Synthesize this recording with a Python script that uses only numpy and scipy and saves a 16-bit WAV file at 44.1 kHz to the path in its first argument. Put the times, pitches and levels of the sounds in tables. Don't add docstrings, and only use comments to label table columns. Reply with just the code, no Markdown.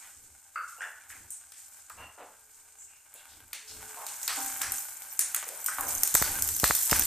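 import sys
import numpy as np
from scipy import signal
from scipy.fft import rfft, irfft
from scipy.io import wavfile
from scipy.ndimage import uniform_filter1d

SR = 44100
rng = np.random.default_rng(int(sys.argv[2]) if len(sys.argv) > 2 else 0)


def transcribe(signal):
    frames = np.atleast_2d(signal).T
    limited = np.clip(frames, -1, 1)
    pcm = np.round(limited * 32767).astype(np.int16)
    wavfile.write(sys.argv[1], SR, pcm)


N = 311346
TIME = np.arange(N) / SR
BINS = np.fft.rfftfreq(4096, 1 / SR)


# [dB per Hz, relative]
SIZZLE_TONE = [(900, -27), (2000, -18.5), (3300, -18.5), (4800, -13.5), (5700, -9.5), (7000, -2), (8300, 0),
               (9500, -6), (11000, -26.5), (14300, -36)]
FIZZ_TONE = [(3000, -33), (6000, -14), (9500, -4), (11000, -7.5), (12500, -4), (14000, 0.5), (15000, -16)]
# time_s, level_db
SIZZLE_LEVEL = [(0, -60), (3.5, -61.5), (3.85, -50.5), (4.45, -42), (5.0, -55), (5.6, -50), (6.0, -43),
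                (7.05, -36)]
CRACKLE_DB, POP_DB = 0, 3


def frying(fizz_rise_db=13):
    near = nearness(TIME)
    wash = 1.2 - .7 * near
    sizzle = colour(bubbles(per_s=2000, spread_db=-2.5, wash=wash), read(SIZZLE_TONE, BINS))
    fizz = colour(bubbles(per_s=1100, spread_db=1.5, wash=wash), read(FIZZ_TONE, BINS))
    fizz_gain = gain_of(fizz_rise_db * near - 6)
    snaps = near * (gain_of(CRACKLE_DB) * crackles() + gain_of(POP_DB) * pops())
    loudness = np.sqrt(level(SIZZLE_LEVEL) ** 2 + flares())
    return loudness * (sizzle + fizz_gain * fizz + snaps)


# start_s, level_db
FLARES = [(-0.03, -51.5), (0.22, -60), (0.67, -51.5), (0.8, -55.5), (1.08, -52), (1.3, -57), (1.56, -50),
          (1.71, -56), (1.96, -76), (2.49, -56.5), (3.26, -59.5), (3.67, -51), (4.35, -41), (4.73, -43),
          (5.08, -51), (5.87, -38), (6.28, -44), (6.63, -33.5), (6.87, -49)]
FLARE_RISE_S, FLARE_FALL_DB_PER_S = 0.021, 54


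def flares():
    power = 0
    for start_s, db in FLARES:
        rise = np.clip((TIME - start_s) / FLARE_RISE_S, 0, 1)
        fall_db = FLARE_FALL_DB_PER_S * np.maximum(TIME - start_s - FLARE_RISE_S, 0)
        power = power + (rise * gain_of(db - fall_db)) ** 2
    return power


def bubbles(per_s, spread_db, wash):
    size = gain_of(spread_db * np.minimum(rng.exponential(1, N), 5))
    size *= rng.random(N) < per_s / SR
    bursts = evened(size * rng.standard_normal((2, N)))
    blend = (bursts + wash * rng.standard_normal((2, N))) / np.sqrt(1 + wash ** 2)
    clumps_db = 1.0 * drift(.006) + 1.1 * drift(.03)
    return blend * gain_of(clumps_db)


# pitch_hz, level_db [relative]
SPIT_TONE = [(100, -42), (700, -17), (1600, -11), (3000, -12.5), (5000, -7.5), (6500, -4), (8300, 1),
             (10500, -6), (12500, -4), (14200, 6)]


def crackles(decay_cycles=11, spread_db=6.0, per_s=330):
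    count = 48
    size = gain_of(spread_db * np.minimum(rng.exponential(1, N), 4.2))
    size *= rng.random(N) < per_s / SR
    kind, t = rng.integers(0, count, N), TIME[:400]
    out = np.zeros((2, N))
    for k, hz in enumerate(np.geomspace(5600, 14000, count)):
        shape = (1 - np.exp(-hz * t / 3)) * np.exp(-hz * t / decay_cycles)
        tone = np.sin(2 * np.pi * (hz * t + rng.random((2, 1))))
        snap = gain_of(read(SPIT_TONE, hz)) * shape * tone
        for at in np.flatnonzero((kind == k) & (size > 0)):
            add(out, at / SR, size[at] * snap)
    return evened(out)


def pops(per_s=55):
    out, t = np.zeros((2, N)), TIME[:200]
    for at in np.flatnonzero(rng.random(N) < per_s / SR):
        size_db = 4 * min(rng.exponential(), 2.2)
        add(out, at / SR, gain_of(size_db) * np.exp(-t / .0005) * rng.standard_normal((2, len(t))))
    return colour(out, read(SPIT_TONE, BINS))


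# start_s, level_db, body_db [below 5 kHz against the treble]
SPITS = [(1.3052, -29, -17), (3.1401, -36, -16), (4.0664, -23, -0.5), (4.082, -43, -1), (4.2309, -22, -2),
         (4.4617, -21, -2), (4.7208, -12.5, -8), (5.0208, -26, 3.5), (5.3633, -15, -8),
         (5.4891, -19.5, 2.5), (5.6435, -17.5, -20), (5.809, -14.5, -38), (6.0338, -3.5, -4.5),
         (6.0755, -6.5, -4), (6.142, -7.5, -4.5), (6.212, -19, -9), (6.4231, -8.5, -9), (6.477, -15, -10),
         (6.489, -10.5, -1.5), (6.565, -13.5, -1), (6.5993, -12.5, -2), (6.9627, -12, -6), (6.995, -7, -12),
         (7.0217, -15, 11)]
SPIT_ROOM_FAR_DB, SPIT_ROOM_CLOSE_DB = 10.5, -0.5


def spits():
    out = np.zeros((2, N))
    for start_s, db, body_db in SPITS:
        room_db = SPIT_ROOM_FAR_DB + (SPIT_ROOM_CLOSE_DB - SPIT_ROOM_FAR_DB) * approach(start_s)
        add(out, start_s, tick(start_s, db, body_db, room_db))
    return out


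# start_s, level_db, body_db [below 5 kHz against the treble]
CLINKS = [(1.5208, -34.5, 1.5), (1.898, -33.5, -5.5), (3.5318, -22.5, 4), (4.2787, -15, 8),
          (4.6168, -13.5, 0.5), (5.1925, -3, -4.5), (5.3467, -11.5, -0.5), (5.6622, -8, -7.5),
          (6.1511, -3, -2), (6.2238, -10.5, 4.5), (6.6406, -9.5, 13), (6.7512, -9, 0), (6.897, -12, 7.5),
          (6.913, -9.5, 5.5)]
CLINK_ROOM_DB = 5


def clinks():
    out = np.zeros((2, N))
    for start_s, db, body_db in CLINKS:
        add(out, start_s, tick(start_s, db, body_db, CLINK_ROOM_DB))
    return out


def tick(s, db, body_db, room_db, far_dull_db=9):
    low = np.interp(BINS, [4500, 7000], [1, 0])
    top = np.interp(BINS, [9500, 12000], [0, 1])
    dull_db = far_dull_db * (.8 - nearness(s))
    tint_db = 2.8 * evened(uniform_filter1d(rng.standard_normal(len(BINS)), size=110))
    spectrum_db = read(SPIT_TONE, BINS) + body_db * low - dull_db * top + tint_db
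    return gain_of(db + 12.5) * strike(spectrum_db, room_db, rattle_db=-16, rattle_t60=.02)


# start_s, rap_peak_db, push_peak_db
RAPS = [(6.1538, -11.5, -23.5), (6.2247, -13, -20), (6.642, -8.5, -14.5), (6.709, -8, -22.5),
        (6.9294, -8.5, -15)]
# pitch_hz, level_db [relative]
RAP_TONE = [(30, -21), (200, -1), (600, 6.5), (1300, 13.5), (2000, 10), (3000, -7), (6000, -22),
            (14000, -53)]
PUSH_TONE = [(15, -49), (50, 14), (200, 6), (450, 1.5), (900, -1.5), (2000, -23), (6000, -47)]


def raps(lead_s=0.00737):
    out = np.zeros((2, N))
    rap, push = click(read(RAP_TONE, BINS)), click(read(PUSH_TONE, BINS))
    for start_s, rap_db, push_db in RAPS:
        add(out, start_s - lead_s, gain_of(push_db) * push / abs(push).max())
        add(out, start_s, gain_of(rap_db) * rap / abs(rap).max())
    return out + gain_of(-27) * kitchen(out)


# [dB per Hz, relative]
CHURN_TONE = [(100, -6.5), (230, -14), (400, -14.5), (620, -3), (850, 2), (1150, 4.5), (1550, 6),
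              (1900, 1.5), (2300, 1.5), (3000, 0), (5000, -10.5), (9000, -0.5)]
RUMBLE_TONE = [(15, 5), (35, -39), (55, -2), (75, 8), (100, 1.5), (160, -13), (280, -6), (500, -14.5),
               (1500, -26)]
# start_s, length_s, level_db
STROKES = [(-0.12, 0.3, -54), (0.95, .4, -59), (1.52, 0.45, -61.5), (3.05, 0.46, -57.5), (3.6, 0.84, -48),
           (4.25, 0.69, -45), (5.5, 0.71, -44.5), (6.08, 0.45, -39), (6.86, .18, -33.5)]
# start_s, length_s, level_db
BUMPS = [(0.08, 0.34, -65.5), (1.07, 0.27, -60), (1.92, .2, -56.5), (3.27, 0.28, -62.5),
         (3.68, 0.24, -54.5), (4.22, 0.44, -64), (4.6, 0.17, -51.5), (5.76, 0.32, -50), (6.1, 0.55, -44.5),
         (6.9, 0.17, -38)]
SIMMER_FAR_DB, SIMMER_CLOSE_DB = -64, -51.5
FLAME_DB = -77.5


def stirring(ring_db=9, ring_width_hz=14):
    modes = sum(gain_of(db / 2) / (1 + ((BINS - hz) / ring_width_hz) ** 2) for hz, db, _ in PAN)
    spectrum_db = read(CHURN_TONE, BINS) + 10 * np.log10(1 + 2 * gain_of(ring_db) ** 2 * modes)
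    churn = colour(bubbles(per_s=300, spread_db=-1.0, wash=1.0), spectrum_db)
    rumble = colour(rng.standard_normal((2, N)), read(RUMBLE_TONE, BINS))
    simmer = gain_of(SIMMER_FAR_DB + (SIMMER_CLOSE_DB - SIMMER_FAR_DB) * approach(TIME))
    churn_gain = np.sqrt(simmer ** 2 + swells(STROKES))
    rumble_gain = np.sqrt(gain_of(FLAME_DB) ** 2 + swells(BUMPS))
    return churn_gain * churn + rumble_gain * rumble


# start_s, level_db, pitch_hz, width_hz, room_db [room against the direct crack]
KNOCKS = [(0.558, -31.5, 1354, 220, 9.5), (.807, -34, 1544, 258, 6), (.819, -34, 1760, 240, 3.5),
          (1.103, -44, 1720, 795, 5.5), (1.901, -39.5, 1230, 700, -4.5), (3.149, -56, 500, 300, -2),
          (3.530, -41, 2410, 1040, 5), (4.28, -43, 1570, 1560, 19), (4.614, -37.5, 1660, 950, 10.5),
          (5.191, -50.5, 1800, 1180, 16), (5.346, -33, 1820, 1160, 1.5), (5.428, -34.5, 1340, 1450, -8),
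          (5.685, -27, 1370, 420, -7), (5.785, -25.5, 1150, 525, -2)]
# multiple [of its pitch], level_db
OVERTONES = [(.42, -24.5), (1, 3), (1.55, -14.5), (1.95, -17.5), (3.4, -23)]


def knocks():
    out = np.zeros((2, N))
    for start_s, db, hz, width_hz, room_db in KNOCKS:
        rings = [mode_db + hollow(multiple * hz, width_hz) for multiple, mode_db in OVERTONES]
        blow = strike(np.max(rings, axis=0), room_db, rattle_db=-25.0, rattle_t60=0.1)
        add(out, start_s, gain_of(db + 18.5) * blow)
    return out


# start_s, length_s, level_db, pitch_hz [centre], width_hz, squeak_db [against the rub]
SLIDES = [(0.022, 0.04, -57.5, 1790, 1620, -15), (.775, 0.114, -53.5, 835, 470, 3.5),
          (1.972, 0.08, -49.5, 980, 990, 7), (2.175, 0.062, -49.5, 710, 840, -14),
          (2.778, 0.086, -53, 7450, 1400, -16), (2.87, .12, -68, 2470, 500, 7),
          (3.147, 0.064, -60.5, 3370, 1200, 9), (3.285, 0.063, -60.5, 3960, 2240, -8),
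          (3.673, 0.055, -50.5, 4540, 3000, -10), (3.959, 0.094, -49, 870, 458, -18),
          (4.364, 0.045, -47.5, 898, 750, -25), (5.46, 0.094, -54.5, 560, 287, -25),
          (5.697, 0.046, -42, 1640, 280, -42), (5.777, 0.19, -50, 680, 690, -25)]
SQUEAK_HZ, SQUEAK_WIDTH_HZ = 2757, 110


def slides(slips_per_s=900):
    out = np.zeros((2, N))
    for start_s, length_s, db, hz, width_hz, squeak_db in SLIDES:
        count = int(length_s * SR)
        slips = rng.standard_normal((2, count)) * (0.27 + (rng.random(count) < slips_per_s / SR))
        spectrum_db = np.maximum(hollow(hz, width_hz), squeak_db + hollow(SQUEAK_HZ, SQUEAK_WIDTH_HZ))
        rub = evened(colour(slips, spectrum_db))
        add(out, start_s, gain_of(db) * rub * signal.windows.tukey(count, .25))
    return out + gain_of(-3) * kitchen(out)


# pitch_hz, level_db, t60_s [time to fall by 60 dB]
PAN = [(265, -11, .9), (299, -10, .5), (460, -22, .4), (600, -16, .4), (788, 0, .8), (904, -12, .7),
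       (1470, -12, .4), (1582, -7, .35), (2175, -16, .3), (2370, -17, .3), (4055, -18, .2)]
# start_s, level_db
NUDGES = [(4.372, -38), (4.59, -50), (5.785, -41), (5.93, -51), (6.225, -50), (6.642, -50), (6.929, -57)]


def pan_ring():
    out, t = np.zeros((2, N)), TIME[:SR]
    for start_s, db in NUDGES:
        rocked = t + np.cumsum(.008 * drift(.04)[:SR]) / SR
        ring = np.zeros(SR)
        for hz, mode_db, t60 in PAN:
            tone = np.sin(2 * np.pi * (hz * rocked + rng.random()))
            ring += gain_of(mode_db - 60 * t / t60) * tone
        add(out, start_s, gain_of(db) * ring * (1 - np.exp(-t / 0.0057)))
    return out


# start_s, length_s, level_db
HUM = [(2.0, 1.1, -81), (3.58, 0.57, -63)]
HUM_HZ = 434


def hum(waver=0.0047, flutter_db=2.5):
    turns = np.cumsum(HUM_HZ * (1 + waver * drift(.03))) / SR
    return np.sqrt(2 * swells(HUM)) * gain_of(flutter_db * drift(0.026)) * np.sin(2 * np.pi * turns)


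# pitch_hz, t60_s [time to fall by 60 dB]
KITCHEN = [(60, 1), (300, 0.37), (1400, 0.57), (4000, 0.49), (8000, 0.43), (14000, 0.1)]


def kitchen(x):
    count = 24000
    t = np.arange(count) / SR
    taps = rng.choice([-1., 1.], (2, count)) * (rng.random((2, count)) < .25)
    taps *= np.interp(t, [.002, .011, .018, .04], [0.71, 0.6, 1.15, 1.03])
    hz, at, z = signal.stft(taps, SR, nperseg=256)
    fade = gain_of(-60 * at / read(KITCHEN, hz)[:, None])
    tail = signal.istft(z * fade, SR, nperseg=256)[1]
    return signal.fftconvolve(x, tail / np.linalg.norm(tail[0]), axes=1)[:, :N]


def strike(spectrum_db, room_db, rattle_db, rattle_t60):
    count = 24000
    crack = np.zeros((2, count))
    crack[0, 0] = 1
    crack[1, rng.integers(2, 20)] = .5
    rattle = gain_of(rattle_db - 60 * TIME[:count] / rattle_t60) * rng.standard_normal((2, count))
    room = gain_of(room_db) * kitchen(crack)[:, :count]
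    return colour(crack + rattle + room, spectrum_db)


STEP_START_S, STEP_END_S, FAR, CLOSE = 3.85, 4.89, 0.03, .72


def approach(s):
    return np.clip((s - STEP_START_S) / (STEP_END_S - STEP_START_S), 0, 1)


def nearness(s):
    return np.clip(FAR + (CLOSE - FAR) * approach(s), 0, 1)


def swells(rows):
    power = 0
    for start_s, length_s, db in rows:
        arch = np.sin(np.pi * np.clip((TIME - start_s) / length_s, 0, 1))
        power = power + (gain_of(db) * arch) ** 2
    return power


def drift(seconds):
    size = int(seconds * SR) + 2
    return evened(uniform_filter1d(uniform_filter1d(rng.standard_normal(N), size), size // 2))


def gain_of(db):
    return 10 ** (np.asarray(db) / 20)


def evened(x):
    return x / np.sqrt(np.mean(x ** 2) + 1e-20)


def read(points, hz):
    f, value = np.transpose(points)
    return np.interp(np.log(hz + 1), np.log(f + 1), value)


def level(rows):
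    return gain_of(np.interp(TIME, *np.transpose(rows)))


def add(mix, s, sound):
    part = mix[:, max(round(s * SR), 0):][:, :sound.shape[-1]]
    part += sound[..., :part.shape[1]]


def click(db):
    log_gain = np.log(gain_of(np.maximum(np.r_[db, db[-2:0:-1]], -100)))
    taps = np.fft.ifft(np.exp(np.conj(signal.hilbert(log_gain)))).real[:len(db)]
    return taps / np.linalg.norm(taps)


def colour(x, db):
    return signal.oaconvolve(x, click(db)[None], axes=1)[:, :x.shape[1]]


def hollow(hz, width_hz):
    detune = (BINS ** 2 - hz ** 2) / ((BINS + 1) * width_hz)
    return -10 * np.log10(1 + detune ** 2 + (.7 * detune) ** 4 + (detune / 2) ** 6)


# pitch_hz, side_gain_db
WIDTH = [(3900, -60), (4250, -9), (5200, -3), (9000, -3.2), (14000, -6)]


def scene():
    pan = frying() + spits() + clinks() + raps() + stirring()
    mid, side = pan + knocks() + slides() + pan_ring() + hum()
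    side = irfft(rfft(side) * gain_of(read(WIDTH, np.fft.rfftfreq(N, 1 / SR))), N)
    return np.array([mid + side, mid - side])


def record(dry, edge_hz=14330):
    taps = signal.firwin(401, edge_hz, window=("kaiser", 8), fs=SR)
    return signal.oaconvolve(dry, taps[None], "same", axes=1)


dry = scene()
out = record(dry)
transcribe(out)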